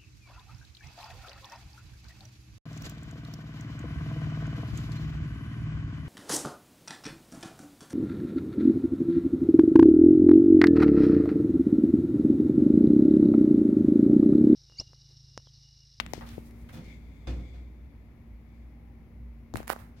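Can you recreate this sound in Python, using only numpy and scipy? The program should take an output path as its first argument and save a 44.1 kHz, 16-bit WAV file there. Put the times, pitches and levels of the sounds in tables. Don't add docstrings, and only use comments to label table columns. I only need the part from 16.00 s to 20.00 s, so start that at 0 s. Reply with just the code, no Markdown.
import sys
import numpy as np
from scipy import signal
from scipy.fft import rfft, irfft
from scipy.io import wavfile
from scipy.ndimage import uniform_filter1d, map_coordinates

SR = 44100
rng = np.random.default_rng(int(sys.argv[2]) if len(sys.argv) > 2 else 0)


def wrap_up_sound(samples):
    columns = np.atleast_2d(samples).T
    tamed = np.clip(columns, -1, 1)
    steps = np.round(tamed * 32767).astype(np.int16)
    wavfile.write(sys.argv[1], SR, steps)


N = 176400


# (time [s], left level [dB], right level [dB], knock pitch [Hz], snap relative to knock [dB])
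FINGER_TAPS = [(.0003, -6, -49, 1780, -14.5), (0.0638, -24.5, -60, 1530, -1),
               (0.1351, -25.5, -54, 1230, 8.5), (0.1358, -16.5, -55, 397, -37),
               (0.179, -27, -35.5, 201, -20), (0.3804, -21, -59, 253, -43), (.51, -45, -46, 5300, 0),
               (3.5391, -25, -39.5, 500, -2.5), (3.5444, -18.5, -43, 173, -20),
               (3.5574, -54, -15.5, 910, -10.5), (3.5707, -32.5, -39.5, 380, 13.5),
               (3.6031, -24.5, -44.5, 320, -14), (3.630, -31.5, -59, 900, -7),
               (3.679, -46, -21.5, 1360, 1.5), (3.7012, -30, -7, 755, -10), (3.733, -52.5, -25, 635, -16),
               (3.7627, -45, -25.5, 660, -15)]
def finger_taps(size=4096, snap_decay_s=0.0011, snap_low_hz=2200):
    out, age = np.zeros((2, N)), np.arange(size) / SR
    for start, left_db, right_db, hz, snap_db in FINGER_TAPS:
        pulse = band(signal.unit_impulse(size), 11, hz * 1.95, order=4)
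        knock = band(pulse, hz / 2.65, SR)
        catch = rng.standard_normal(size) * np.exp(-age / snap_decay_s)
        snap = band(catch, snap_low_hz, 12000, order=1)
        tap = knock / abs(knock).max() + undb(snap_db) * snap / abs(snap).max()
        add(out, start, undb([[left_db], [right_db]]) * tap)
    return out


# (time [s], length [s], left level [dB], right level [dB],
# pitch [Hz], hiss relative to rub [dB], release [s])
FINGER_RUBS = [(.001, 0.0024, -26.5, -74, 2190, -9, 0.0041), (0.138, 0.013, -47, -74, 2800, -3, 0.054),
               (0.209, 0.0071, -43.5, -45, 840, -23, 0.044), (0.259, 0.075, -55.5, -56.5, 2100, -2.5, 0.05),
               (0.288, 0.0031, -47, -58, 5400, -16, 0.0023), (3.547, 0.031, -38.5, -38.5, 87, -11.5, 0.042),
               (3.561, 0.026, -48, -48, 1300, -11, 0.039), (3.671, 0.024, -49, -50.5, 1040, 2, 0.063),
               (3.692, .04, -59, -34, 900, -2.5, 0.0029), (3.788, 0.0097, -83, -51, 1060, -3.5, 0.047),
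               (3.959, 0.16, -64, -68, 2500, -32, 0.024)]
def finger_rubs():
    out = np.zeros((2, N))
    for start, length, left_db, right_db, hz, hiss_db, release in FINGER_RUBS:
        add(out, start, undb([[left_db], [right_db]]) * friction(length, hz, hiss_db, release))
    return out


def friction(length, hz, hiss_db, release, size=16384, slips_per_s=6100, sag_octaves=.6):
    age = np.arange(size) / SR
    slips = (rng.random((2, size)) < slips_per_s / SR) * rng.standard_normal((2, size))
    slips *= undb(rng.standard_normal((2, size)))
    resonance = band(slips, hz / 2.14, hz * 2.14)
    speed = 2 ** (sag_octaves * (.5 - np.minimum(age / length, 1)))
    body = np.array([map_coordinates(port, [np.cumsum(speed)], mode="mirror") for port in resonance])
    hiss = band(slips, 5000, SR, order=1)
    rise = np.minimum(age / (length * 0.1), 1)
    fall = np.exp(-np.maximum(age - length, 0) / release)
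    return (unit(body) + undb(hiss_db) * unit(hiss)) * rise * fall


# (pitch [Hz], width [Hz], gain [dB])
CASE_RESONANCES = [(786, 190, -10.5), (1950, 530, -12)]
def case_ring(touch):
    return touch + sum(undb(db) * band(touch, hz - width / 2, hz + width / 2, order=1)
                       for hz, width, db in CASE_RESONANCES)


def cabin_echo(sound, level_db=-20.5, t60_s=0.57):
    age = since(0)[:SR // 2]
    reflections = band(rng.standard_normal((2, len(age))), 210, 5140, order=1)
    tail = unit(reflections * fade(age, t60_s) * np.minimum(age / .008, 1)) / np.sqrt(len(age))
    return undb(level_db) * signal.fftconvolve(sound.mean(axis=0)[None], tail, axes=1)[:, :N]


def grip_rustle(level_db=-64, rest_s=0.57, release_s=0.33):
    hiss = unit(band(rng.standard_normal((2, N)), 4070, SR, order=1))
    return hiss * undb(level_db + 2.5 * drift(31.2)) * np.exp(-since(rest_s) / release_s)


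# (frequency [Hz], relative level [dB])
KNOCK_SPECTRUM = [(40, -7), (90, 9), (180, 4), (370, -6.5), (750, -20.5), (4000, -43)]
GRIT_SPECTRUM = [(200, 11.5), (900, 5.5), (3600, -1), (6000, -5.5), (9000, -14), (16000, -59)]
# (time [s], boom [dB], knock [dB], grit [dB], attack [s])
FOOTSTEPS = [(0.73, -47, -42, -47.5, 0.016), (0.769, -54, -42.5, -50.5, 0.0016),
             (1.2715, -30.5, -34, -41, 0.00046), (1.351, -51, -48.5, -69, 0.0034),
             (1.396, -43, -48, -59, 0.0028), (1.538, -46, -48, -57.5, 0.0083)]
def footsteps(knock_t60_s=0.7, grit_t60_s=0.37):
    out, knock, grit = np.zeros((2, N)), diffuse_noise(KNOCK_SPECTRUM), diffuse_noise(GRIT_SPECTRUM)
    knock_power = grit_power = 0
    for start, boom_db, knock_db, grit_db, attack in FOOTSTEPS:
        add(out, start, undb(boom_db) * floor_boom())
        add(out, start, undb(knock_db) * panel_ring())
        age = since(start)
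        rise = np.minimum(age / attack, 1)
        knock_power += (undb(knock_db) * rise * fade(age, knock_t60_s)) ** 2
        grit_power += (undb(grit_db) * rise * fade(age, grit_t60_s)) ** 2
    crunch = undb(0.72 * drift(290))
    return out + knock * np.sqrt(knock_power) + grit * np.sqrt(grit_power) * crunch


# (pitch [Hz], level [dB], t60 [s])
FLOOR_RESONANCES = [(59.36, 7.5, 0.75), (260.2, -8, 0.81), (302, -12.5, 1), (351.5, 0, 0.16)]
def floor_boom(rise_s=0.016):
    age = since(0)[:SR]
    ring = sum(undb(db) * np.sin(2 * np.pi * hz * age) * fade(age, t60)
               for hz, db, t60 in FLOOR_RESONANCES)
    return ring[None] * (1 - np.exp(-age / rise_s))


# (pitch [Hz], level [dB], t60 [s])
PANEL_RESONANCES = [(515, -11.5, 0.39), (709, -10, 0.19), (1280, -24.5, 0.22), (2460, -19.5, .3),
                    (3480, -15.5, 0.16)]
def panel_ring():
    age = since(0)[:SR]
    return sum(undb(db) * np.sin(2 * np.pi * (hz * age + rng.random((2, 1)) / 2)) * fade(age, t60)
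               for hz, db, t60 in PANEL_RESONANCES)


# (time [s], length [s], level [dB], pitch [Hz], hiss relative to drag [dB], release [s])
SHOE_SCUFFS = [(0.6895, 0.0049, -52, 1420, -8, 0.035), (0.725, 0.025, -64, 4990, 9, 0.033),
               (0.839, 0.041, -61, 2740, -13, 0.059)]
def shoe_scuffs():
    out = np.zeros((2, N))
    for start, length, db, hz, hiss_db, release in SHOE_SCUFFS:
        add(out, start, undb(db) * friction(length, hz, hiss_db, release))
    return out


# (time [s], level [dB])
DRONE_LEVEL = [(0, -46.5), (.3, -46.5), (.55, -55.5), (.75, -44), (1.6, -44), (2.22, -55), (2.35, -41),
               (2.42, -54), (2.52, -47), (3.1, -47.5), (3.3, -40), (3.48, -53)]
MOTOR_LEVEL = [(0, -49), (.45, -50.5), (1.5, -60), (2.8, -59), (3.6, -55)]
def drive_hum():
    drone = wavering_tone(hz=58.47, wobble_hz=1.2, flutter_db=1.5)
    motor = wavering_tone(hz=232.7, wobble_hz=.4, flutter_db=1.2)
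    return drone * curve(DRONE_LEVEL) + motor * curve(MOTOR_LEVEL)


# (pitch [Hz], width [Hz], relative level [dB])
RAIL_RESONANCES = [(2202, 267, 1.5), (3500, 310, -7), (4570, 720, -10), (7020, 2300, -10.5)]
# (time [s], level [dB])
RAIL_SWELLS = [(0, -90), (.84, -63), (.92, -53), (1.0, -64), (1.35, -61.5), (1.5, -57.5), (1.75, -72),
               (2.43, -77), (2.54, -68), (2.9, -85)]
def guide_rails(right_db=-7.5, flutter_db=1.2, sing_hz=799, sing_db=-69.5):
    rub = rng.standard_normal((2, N))
    ring = sum(undb(db + flutter_db * drift(14.74)) * unit(band(rub, hz - width / 2, hz + width / 2))
               for hz, width, db in RAIL_RESONANCES)
    swell = np.exp(-((since(0) - 2.86) / 0.17) ** 2)
    sing = undb(sing_db) * swell * unit(band(rub, sing_hz - 20, sing_hz + 20))
    return unit(ring) * curve(RAIL_SWELLS) * undb([[0], [right_db]]) + sing


# (frequency [Hz], relative level [dB])
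SHAFT_SPECTRUM = [(20, -11.5), (38, -15.5), (60, 2.5), (110, -1.5), (190, -7.5), (280, -9.5), (400, -18),
                  (1000, -26), (1550, -32), (2150, -25.5), (3000, -39), (8500, -49), (11200, -36.5),
                  (16000, -39.5)]
# (time [s], level [dB])
SHAFT_LEVEL = [(0, -43.5), (1.5, -49.5), (2.1, -49.5)]
# (frequency [Hz], gain [dB])
SHAFT_RIGHT_SHARE = [(250, -0.5), (700, -5), (4000, -6), (7000, -10)]
def shaft_air():
    left, right = diffuse_noise(SHAFT_SPECTRUM) * curve(SHAFT_LEVEL)
    return np.array([left, colour(right, SHAFT_RIGHT_SHARE)])


def wavering_tone(hz, wobble_hz, flutter_db):
    phase = 2 * np.pi * np.cumsum(hz + wobble_hz * drift(12)) / SR
    return unit(np.sin(phase) * undb(flutter_db * drift(12)))


def diffuse_noise(spectrum, alike_below_hz=960):
    mid, side = rfft(rng.standard_normal((2, N)))
    hz = np.arange(N // 2 + 1) * SR / N
    likeness = 0.92 / (1 + (hz / alike_below_hz) ** 2)
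    ports = mid * np.sqrt(1 + likeness) + side * np.sqrt(1 - likeness) * np.array([[1], [-1]])
    return unit(colour(irfft(ports, N), spectrum))


def undb(db):
    return 10 ** (np.asarray(db) / 20)


def unit(x):
    return x / np.sqrt(np.mean(x ** 2))


def since(start):
    return np.maximum(np.arange(N) / SR - start, 0)


def fade(age, t60):
    return np.exp(-np.log(1000) * age / t60)


def curve(points):
    return undb(np.interp(since(0), *np.array(points).T))


def colour(x, points):
    hz, db = np.array(points).T
    log_hz = np.log(np.arange(N // 2 + 1) * SR / N + 1e-9)
    return irfft(rfft(x) * undb(np.interp(log_hz, np.log(hz), db)), N)


def band(x, low_hz, high_hz, order=2):
    high_hz = min(high_hz, SR * .45)
    sections = signal.butter(order, [min(low_hz, high_hz - 10), high_hz], "band", fs=SR, output="sos")
    return signal.sosfilt(sections, x + 1e-18)


def drift(rate_hz):
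    hold = int(SR / rate_hz)
    stairs = np.repeat(rng.standard_normal(N // hold + 1), hold)
    return unit(uniform_filter1d(uniform_filter1d(stairs, hold), hold)[:N])


def add(out, start, sound):
    i = max(int(start * SR), 0)
    out[:, i:i + sound.shape[1]] += sound[:, :max(N - i, 0)]


def scene():
    taps = case_ring(finger_taps())
    handling = taps + cabin_echo(taps) + case_ring(finger_rubs()) + grip_rustle()
    return handling + footsteps() + shoe_scuffs() + drive_hum() + guide_rails() + shaft_air()


# (frequency [Hz], gain [dB])
LEFT_RESPONSE = [(6500, -2), (11000, -11.5)]
RIGHT_RESPONSE = [(4500, -2), (7500, -8), (9500, -2)]
def record(dry):
    ports = np.array([colour(dry[0], LEFT_RESPONSE), colour(dry[1], RIGHT_RESPONSE)])
    return signal.sosfilt(signal.ellip(10, .2, 80, 16000, fs=SR, output="sos"), ports)


dry = scene()
out = record(dry)
wrap_up_sound(out)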